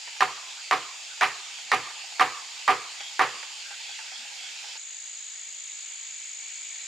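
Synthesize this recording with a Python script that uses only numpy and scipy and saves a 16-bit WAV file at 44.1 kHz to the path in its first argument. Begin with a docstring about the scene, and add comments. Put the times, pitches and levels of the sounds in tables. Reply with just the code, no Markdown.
"""Insects hiss steadily and loose wood taps lightly; then seven blows drive a wooden post into a log.
Each blow is a crack of noise, rattling noise of the frame and ringing tones of the timber.
Fibres snap, wood rubs and bumps, and the forest answers with lumpy echoes of noise.
Then the scene changes to the open clearing: another chorus, a growing drone, faint blips
and one cicada, whose buzz is ringing noise pulsed by its strokes."""
import sys
import numpy as np
from scipy import signal
from scipy.fft import rfft, irfft, next_fast_len
from scipy.io import wavfile
from scipy.ndimage import uniform_filter1d

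SR = 44100
rng = np.random.default_rng(int(sys.argv[2]) if len(sys.argv) > 2 else 0)


def transcribe(signal):
    """Save signal, clipped to [-1, 1], as a 16-bit WAV file at the path in sys.argv[1]."""
    frames = np.atleast_2d(signal).T
    limited = np.clip(frames, -1, 1)
    pcm = np.round(limited * 32767).astype(np.int16)
    wavfile.write(sys.argv[1], SR, pcm)


N = 302967
TIME = np.arange(N) / SR  # seconds
CUT_S = 4.772  # when the scene changes to the clearing


def amp(db):
    """Turns decibels into gain."""
    return 10 ** (np.asarray(db) / 20)


def unit(x):
    """Scales a signal to rms 1."""
    return x / np.sqrt(np.mean(x ** 2) + 1e-20)


def read(points, hz):
    """Reads a table between its points, along a log-frequency axis."""
    f, value = np.transpose(points)
    return np.interp(np.log(hz + 1), np.log(f + 1), value)


def level(start_db, db_per_s, since_s=0):
    """A gain that grows evenly in decibels from the time since_s."""
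    return amp(start_db + db_per_s * np.maximum(TIME - since_s, 0))


def add(mix, s, sound):
    """Mixes a sound in at time s."""
    part = mix[:, max(round(s * SR), 0):][:, :sound.shape[-1]]
    part += sound[..., :part.shape[1]]


def pan(db):
    """Left and right gains for a left-minus-right level in dB."""
    return amp([[db / 2], [-db / 2]])


# How alike noise is in both ears: pitch_hz, likeness (0 to 1)
EAR_LIKENESS = [(100, 0.72), (1000, 0.42), (2500, 0.7), (7000, 0.59), (14000, 0.68)]


def noise(size, gain, same=None):
    """Stereo noise of rms 1 with the spectrum gain(Hz): a shared part plus an opposed part."""
    padded = next_fast_len(size, real=True)
    hz = np.fft.rfftfreq(padded, 1 / SR)
    mid, side = rfft(rng.standard_normal((2, padded)))
    likeness = read(EAR_LIKENESS, hz) if same is None else same
    likeness = np.clip(likeness, 0, 1)
    mid = mid * np.sqrt(1 + likeness)
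    side = side * np.sqrt(1 - likeness)
    ears = np.array([mid + side, mid - side])
    return unit(irfft(ears * gain(hz), padded)[:, :size])


def shape(points):
    """The gain function of a spectrum table."""
    return lambda hz: amp(read(points, hz))


def band(centre, width):
    """The gain function of a resonance: half gain at 0.55 widths either side."""
    return lambda hz: 1 / (1 + ((hz - centre) / (0.55 * width)) ** 2)


def low_cut(x, hz):
    """Removes the bass, which a small source cannot radiate."""
    return signal.sosfilt(signal.butter(2, hz, "high", fs=SR, output="sos"), x)


def fade(x, ring, hold=0):
    """After the hold time each frequency dies at its own rate."""
    hz, t, z = signal.stft(x, SR, nperseg=256)
    z = z * amp(-60 * np.maximum(t - hold, 0) / read(ring, hz)[:, None])
    return signal.istft(z, SR, nperseg=256)[1][:, :x.shape[1]]


def rippled(points, ripple_db):
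    """The gain function of a chorus: a spectrum table with fine, fixed random ripples across pitch."""
    grid = np.arange(0, SR / 2, 35)
    ripples = rng.standard_normal(len(grid)) * np.clip(grid / 2500, 0, 1)
    return lambda hz: amp(read(points, hz) + ripple_db * np.interp(hz, grid, ripples))


def flutter(x, patchy_db):
    """Many small voices come and go: random patches of loudness drift in time and pitch."""
    z = signal.stft(x, nperseg=1024, noverlap=768)[2]
    patches = uniform_filter1d(rng.standard_normal(z.shape[1:]), size=9, axis=0)  # across pitch
    patches = unit(uniform_filter1d(patches, size=12, axis=1))  # across time
    z = z * amp(patchy_db * patches)
    return unit(signal.istft(z, nperseg=1024, noverlap=768)[1][:, :N])


def swells(rows, length_s, hz, width_hz):
    """A narrow band of noise swells for length_s up to each time and fades again as long."""
    out, size = np.zeros((2, N)), int(2 * length_s * SR)
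    for s, db in rows:
        sound = noise(size, band(hz, width_hz)) * np.hanning(size) ** 2
        add(out, s - length_s, amp(db) * sound)
    return out


# Tone of the insect hiss by the post: pitch_hz, level_db (relative, per Hz)
NEAR_HISS = [(30, -70), (120, -43), (250, -28.5), (550, -16), (850, -4.5), (1100, -12.5), (1900, -4),
             (2600, 1.5), (4200, 0.5), (6000, -4.5), (7200, -6), (8400, -11.5), (10000, -22.5),
             (15000, -35.5)]
# How loud that hiss is: start_db, growth_db_per_s
NEAR_HISS_LEVEL = (-41.5, 0.23)
# Steady insect bands by the post: pitch_hz, width_hz, level_db
STEADY_SINGERS = [(2550, 450, -53.5), (4796, 200, -52.5), (5620, 110, -59), (6880, 770, -47.5),
                  (7540, 340, -56)]


def near_chorus():
    """Insects by the post: a wide fluttering hiss plus steady narrow bands of noise."""
    hiss = flutter(noise(N, rippled(NEAR_HISS, ripple_db=2.4)), patchy_db=1.9)
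    out = level(*NEAR_HISS_LEVEL) * hiss
    for hz, width, db in STEADY_SINGERS:
        out += amp(db) * noise(N, band(hz, width))
    return out


# What a tapped piece rings with: pitch_ratio (times its pitch), level_db, fade_s (to fall 60 dB)
TAP_RING = [(1, 4.5, 0.081), (.86, -12.5, 0.15), (1.13, -10.5, 0.078), (1.92, -3.5, 0.11)]
# Tone of a tap's dry tick: pitch_hz, level_db (relative, per Hz)
TAP_TICK = [(400, -3.5), (1900, 3), (3200, -6), (4800, -8), (8000, -24), (15500, -47)]


def tap(db, tick_db, thump_db, hz, thump_s=0.01, tick_s=0.01, ring_db=3, size=8000):
    """One light knock of loose wood: a noise thump, a hollow ring of fading tones and a noise tick."""
    t = np.arange(size) / SR
    ring = np.zeros(size)
    for ratio, mode_db, fade_s in TAP_RING:
        wave = np.sin(2 * np.pi * (ratio * hz * t + rng.random()))
        ring += amp(mode_db - 60 * t / fade_s) * wave
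    thump = amp(thump_db) * noise(size, band(620, 290)) * np.exp(-t / thump_s)
    body = (thump + amp(ring_db) * ring) * (1 - np.exp(-t / 0.0016))
    tick = amp(tick_db) * noise(size, shape(TAP_TICK)) * np.exp(-t / tick_s)
    return amp(db) * (low_cut(body, hz=260) + low_cut(tick, hz=1880))


# Light taps on the timber: start_s, level_db, tick_db, thump_db, pitch_hz
LIGHT_TAPS = [(0.074, -50, 14, 0.5, 955), (0.164, -55, 18, -8, 890), (1.586, -53, 15, -12, 808),
              (1.905, -51, 15, -10, 890), (1.964, -50, 0, -14, 853), (2.039, -49, 1.5, -14, 796),
              (3.004, -47, 16.5, 1.5, 815), (3.428, -50.5, 18.5, 1.5, 896), (3.708, -46.5, 10, -3.5, 816),
              (3.892, -50, 11, -18, 815), (3.989, -46.5, 12, -15, 883), (4.315, -52, 0, -15, 840),
              (4.409, -63, 10, 6, 724), (4.639, -51, 10, -17, 830), (4.754, -50.5, 3.5, -2, 886)]


def taps():
    """Loose wood knocks lightly at set times."""
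    out = np.zeros((2, N))
    for s, *knock in LIGHT_TAPS:
        add(out, s, tap(*knock))
    return out


def stirs(per_s=6, db=-56.5, spread_db=4, tick_db=9.5, thump_db=-11, hz=815, pitch_spread=0.056):
    """Loose wood keeps stirring: one faint tap at a random moment in each short time slot."""
    out = np.zeros((2, N))
    for slot in range(int(per_s * CUT_S)):
        louder, higher = rng.standard_normal(2)
        pitch_hz = hz * (1 + pitch_spread * higher)
        faint = tap(db + spread_db * louder, tick_db, thump_db, pitch_hz)
        add(out, (slot + rng.random()) / per_s, faint)
    return out


# Sideways lean of the blows, to the right: pitch_hz, left_minus_right_db
BLOW_LEAN = [(120, 0), (400, -1.2), (750, -2), (1150, -3.5), (2200, -1.5), (6000, 0)]


def recolour(x, low_db, body_db, high_db):
    """Where the blow lands sets its bass, body and treble; it comes from the right."""
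    size = 2 * x.shape[1]
    hz = np.fft.rfftfreq(size, 1 / SR)
    points = [(400, low_db), (700, 0), (800, 0), (1000, body_db), (1400, body_db), (1900, high_db)]
    tone = amp(read(points, hz))
    lean = amp(read(BLOW_LEAN, hz) * [[.5], [-.5]])
    return irfft(rfft(x, size) * tone * lean, size)[:, :x.shape[1]]


# One row a blow: start_s, strength_db, low_thud_db, woody_body_db, brightness_db,
# rattle_s (of the joint), crack_db, slip_delay_s (until the joint slips)
POST_BLOWS = [(0.2064, -1, -2.5, 3, 1, 0.018, 3, 0.024), (0.7111, -2.5, -.5, 1.5, .5, 0.025, 3.5, .019),
              (1.2102, -1.5, -4.5, 1, 2.5, 0.033, 0, 0.022), (1.717, -1, 0.5, .5, 1.5, 0.021, 2.5, 0.029),
              (2.1955, 0.5, -1, 1.5, 1, 0.024, -1, 0.013), (2.678, 1, -2, 0.5, -2, .033, 2.5, 0.027),
              (3.1931, 1, -2.5, -.5, -2.5, 0.034, 2.5, 0.026)]
# What post and log ring with: pitch_hz, level_db, fade_s (to fall 60 dB, capped below), build_up_s
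TIMBER_MODES = [(87, -45.5, 0.23, 0.027), (121, -23, 0.2, 0.1), (152, -33, 0.22, 0.051),
                (183.4, -34.5, 0.18, 0.048), (252, -34, 0.18, 0.016), (296, -34, 0.19, 0.018),
                (398.8, -25.5, 0.23, 0.017), (489, -21, 0.24, 0.05), (670, -22.5, 0.083, 0.0081),
                (751.6, -5.5, 0.13, 0.019), (777, -15, 0.12, 0.0055), (833, -24.5, 0.24, 0.0081),
                (976, -14, 0.13, 0.0089), (1030, -22, 0.18, 0.006), (1097, -25.5, 0.15, 0.011),
                (1177, -19, 0.11, 0.018), (1200, -14.5, 0.12, 0.0076), (1239.5, -17, 0.12, 0.011),
                (1320, -30, 0.049, .006), (1425, -28, .15, 0.0034), (1545, -25, 0.25, 0.0066),
                (1790, -35, .18, 0.00068), (1820, -25, .16, 0.0013), (1910, -29, .17, 0.0015),
                (1928, -22.5, 0.19, 0.0014), (2115, -37, 0.11, .004), (2250, -31, 0.32, .004),
                (2370, -23, .16, 0.0046), (2400, -40, .2, 0.0071)]
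# Tone of the frame's dense rattle: pitch_hz, level_db (relative, per Hz)
FRAME_TONE = [(30, -32), (90, -43), (200, -34.5), (300, -12), (450, -7.5), (600, -14), (1050, 2),
              (1600, -4), (2300, -4.5), (3600, -15), (4600, -17.5), (7000, -31), (10000, -36), (15500, -50)]
# How long the frame rings: pitch_hz, fade_s (to fall 60 dB)
FRAME_FADE = [(100, 0.2), (500, 0.29), (1000, 0.14), (2200, 0.19), (5000, 0.21), (12000, 0.35)]
# Tone of the crack of contact: pitch_hz, level_db (relative, per Hz)
CRACK_TONE = [(60, -40), (400, -4), (1000, 1.5), (1900, 2.5), (3200, -6.5), (4800, -9), (8000, -22.5),
              (15500, -42)]


def blows(frame_db=-20.5, crack_db=-14.3, crack_s=0.0027, swell_s=0.0051, alike=0.35,
          ring_db=-3, phase_spread=0.45, size=16000):
    """Each blow cracks, sets the joint rattling for a moment and pumps the modes of the timber."""
    out, t = np.zeros((2, N)), np.arange(size) / SR
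    own = noise(size, shape(FRAME_TONE), same=0.57)  # the same frame answers every blow
    share = np.clip(alike, 0, 1)
    hz, mode_db, fade_s, build_s = np.transpose(TIMBER_MODES)[:, :, None]
    # wood damps its higher modes sooner, so the cap falls with pitch
    fade_s = np.minimum(fade_s, .3 * (120 / hz) ** .27)
    # each mode builds up as the blow spreads through the log
    build = 1 - np.exp(-(t / build_s) ** 2)
    modes = amp(ring_db + mode_db - 60 * t / fade_s) * build * np.exp(2j * np.pi * hz * t)
    count = len(TIMBER_MODES)
    phases = rng.uniform(0, 2 * np.pi, count)
    # short waves reach the ears out of step
    phases = phases + rng.standard_normal((2, count)) * hz.T / 3500
    for s, db, low_db, body_db, high_db, rattle_s, sharp_db, _ in POST_BLOWS:
        fresh = noise(size, shape(FRAME_TONE), same=1.0)
        dense = np.sqrt(share) * own + np.sqrt(1 - share) * fresh
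        rattle = fade(dense, FRAME_FADE, rattle_s) * (1 - np.exp(-t / swell_s))
        crack = noise(size, shape(CRACK_TONE), same=0.97)
        crack = crack * np.exp(-t / crack_s) * (1 - np.exp(-t / 0.00017))
        louder, later = rng.standard_normal((2, count))  # no two blows land alike
        push = amp(2.2 * louder) * np.exp(1j * (phases + phase_spread * later))
        ring = (push @ modes).real
        sound = amp(frame_db) * rattle + amp(crack_db + sharp_db) * low_cut(crack, hz=500) + ring
        add(out, s, amp(db) * recolour(sound, low_db, body_db, high_db))
    return out


# Tone of a snapping fibre: pitch_hz, level_db (relative, per Hz)
SNAP_TONE = [(300, -47), (1500, 0), (3000, -1.5), (4800, -4.5), (8000, -9), (15500, -32)]


def snaps(slip_db=-22, small_db=-31, spread_db=4.5, snap_s=0.0017, first_s=.009, size=2000, count=3):
    """Fibres give way in the joint: a crack as the post slips, plus weaker ones at random moments."""
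    out, t = np.zeros((2, N)), np.arange(size) / SR
    envelope = np.exp(-t / snap_s) * (1 - np.exp(-t / .0003))
    for s, db, _, _, high_db, rattle_s, _, slip_s in POST_BLOWS:
        cracks = [(slip_s, slip_db)]
        for when, strength in rng.random((count, 2)):
            cracks.append((first_s + when * rattle_s, small_db + spread_db * (2 * strength - 1)))
        for delay_s, snap_db in cracks:
            gain = amp(snap_db + db + high_db)  # louder under a strong, bright blow
            add(out, s + delay_s, gain * envelope * noise(size, shape(SNAP_TONE)))
    return out


# How long the forest echoes: pitch_hz, fade_s (to fall 60 dB)
FOREST_FADE = [(100, 0.48), (300, 0.68), (1000, 0.85), (2500, 0.54), (8000, 0.57)]
# How a stretch of forest colours its echo: pitch_hz, level_db
FOREST_TONE = [(80, -3), (300, -3), (750, -6.5), (1100, -1), (2500, 2.5), (9000, -5)]


def forest(x, lumpy_db=2, swell_s=0.022, size=36000, count=4):
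    """Trunks and slopes scatter sound back in lumpy noise tails, taking turns every half second."""
    t, out = np.arange(size) / SR, np.zeros((2, N))
    for k in range(count):
        lumps = amp(lumpy_db * unit(uniform_filter1d(rng.standard_normal(size), 500)))
        tail = fade(noise(size, shape(FOREST_TONE), same=0.94), FOREST_FADE)
        tail = tail * lumps * (1 - np.exp(-(t / swell_s) ** 2))
        turn = 1. * (np.floor(2 * TIME) % count == k)
        turn = uniform_filter1d(turn, size=1000)  # soft handover between tails
        out += signal.fftconvolve(x * turn, tail / np.linalg.norm(tail[0]), axes=1)[:, :N]
    return out


def diffuse(x):
    """Many scattering paths blur clean tones into a rough wash: random phases in time and pitch."""
    z = signal.stft(x, nperseg=768, noverlap=576)[2]
    z = z * np.exp(2j * np.pi * rng.random(z.shape[1:]))
    return 2 * signal.istft(z, nperseg=768, noverlap=576)[1][:, :N]


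# One insect calls about twice a second: peak_s, level_db
INSECT_CALLS = [(0.503, -49), (1.082, -51), (1.586, -47), (1.971, -50), (2.576, -51.5), (3.041, -42),
                (3.447, -49), (3.905, -45), (4.168, -46), (4.46, -45)]


def calls():
    """Each insect call is the same short swell of a narrow noise band."""
    return swells(INSECT_CALLS, length_s=0.14, hz=3330, width_hz=270)


# Soft rubs of wood on wood: peak_s, level_db
WOOD_RUBS = [(.6, -49), (1.115, -49.5), (3.665, -49), (3.725, -45.5), (4.01, -52), (4.075, -52),
             (4.45, -52.5)]


def rubs():
    """Wood rubs on wood: short swells of noise, all alike in length and pitch."""
    return swells(WOOD_RUBS, length_s=.06, hz=1546, width_hz=240)


# Soft low bumps of the frame: start_s, level_db
FRAME_BUMPS = [(1.654, -65), (3.335, -57), (4.185, -58.5), (4.218, -62.5)]


def bumps(hz=237.5, bump_s=0.021, size=8000):
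    """The frame bumps softly: a low tone that builds quickly and dies away."""
    out, t = np.zeros((2, N)), np.arange(size) / SR
    envelope = np.exp(-t / bump_s) * (1 - np.exp(-(t / 0.0053) ** 2))
    for s, db in FRAME_BUMPS:
        add(out, s, amp(db) * np.sin(2 * np.pi * hz * t) * envelope)
    return out


# Tone of the chorus in the clearing: pitch_hz, level_db (relative, per Hz)
FAR_HISS = [(30, -70), (90, -50), (135, -28), (185, -38.5), (450, -20.5), (800, -11.5), (1150, -13.5),
            (2200, -0.5), (4500, 0.5), (5800, -6.5), (7800, 1.5), (9000, -15.5), (11500, -28), (15000, -37)]
# How loud that chorus is: start_db (at the change), growth_db_per_s
FAR_HISS_LEVEL = (-45, 1)


def far_chorus():
    """The insects of the clearing: a wide fluttering hiss that slowly grows."""
    hiss = flutter(noise(N, rippled(FAR_HISS, ripple_db=1.75)), patchy_db=1.0)
    return level(*FAR_HISS_LEVEL, CUT_S) * hiss


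# How loud the lower insect band is: start_db (at the change), growth_db_per_s
DRONE_GROWTH = (-64, 6.6)


def drone():
    """A lower insect band of noise that grows in the clearing."""
    return level(*DRONE_GROWTH, CUT_S) * noise(N, band(2290, 310))


def blips(per_s=13, size=1500):
    """Faint short tones scattered at random through the clearing."""
    out, t = np.zeros((2, N)), np.arange(size) / SR
    envelope = np.exp(-t / .004) * (1 - np.exp(-t / .001))
    for when, pitch, strength, side in rng.random((int(per_s * N / SR), 4)):
        hz, db = 1900 * 2.4 ** pitch, -48 + 8 * strength ** 2
        ring = np.sin(2 * np.pi * hz * t) * envelope
        add(out, when * N / SR, amp(db) * ring * pan(8 * side - 4))
    return out


# Resonances of the cicada's tymbal, its sounding plate: pitch_hz, width_hz, level_db (relative)
TYMBAL_BANDS = [(6520, 260, -6), (6780, 220, 0), (7010, 260, -1.5), (7230, 340, -7)]
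# How loud the cicada is: start_db (at the change), growth_db_per_s
CICADA_GROWTH = (-41, 0.54)


def cicada(buzz_hz=53.4, ribs=8, depth=.8, ribs_depth=.55):
    """The tymbal buckles rib by rib in each stroke; the clicks pulse noise in its narrow resonances."""
    wander = unit(uniform_filter1d(rng.standard_normal(N), 6000))
    turns = buzz_hz * TIME + .012 * wander  # strokes so far, slightly unsteady
    stroke = 1 + depth * np.tanh(5 * np.sin(2 * np.pi * turns))
    clicks = 1 + ribs_depth * np.cos(2 * np.pi * ribs * turns)
    ring = sum(amp(db) * noise(N, band(hz, width)) for hz, width, db in TYMBAL_BANDS)
    ring /= np.sqrt(uniform_filter1d((ring ** 2).mean(0), 500))  # strokes are of nearly even strength
    buzz = unit(ring * np.sqrt(stroke * clicks + 0.18))
    return level(*CICADA_GROWTH, CUT_S) * buzz * pan(1.0)


def scene():
    """Work at the post, then a quick crossfade to the clearing."""
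    loose_wood = (taps() + stirs() + bumps()) * pan(-2.9)
    wood = loose_wood + blows() + snaps() + rubs()
    echo = amp(-19.5) * diffuse(forest(wood))
    insects = (near_chorus() + calls()) * pan(-1.14)
    near = insects + wood + echo
    clearing = (far_chorus() + drone() + blips()) * pan(0.28) + cicada()
    far = np.clip((TIME - CUT_S) / 0.0067, 0, 1)
    return near * np.sqrt(1 - far) + clearing * np.sqrt(far)


def record(dry):
    """Rolls off the bass below about 50 Hz and cuts the treble above 15500 Hz."""
    treble_cut = signal.firwin(401, 15500, window=("kaiser", 9), fs=SR)
    return signal.oaconvolve(low_cut(dry, hz=50.6), treble_cut[None], "same")


dry = scene()
out = record(dry)
transcribe(out)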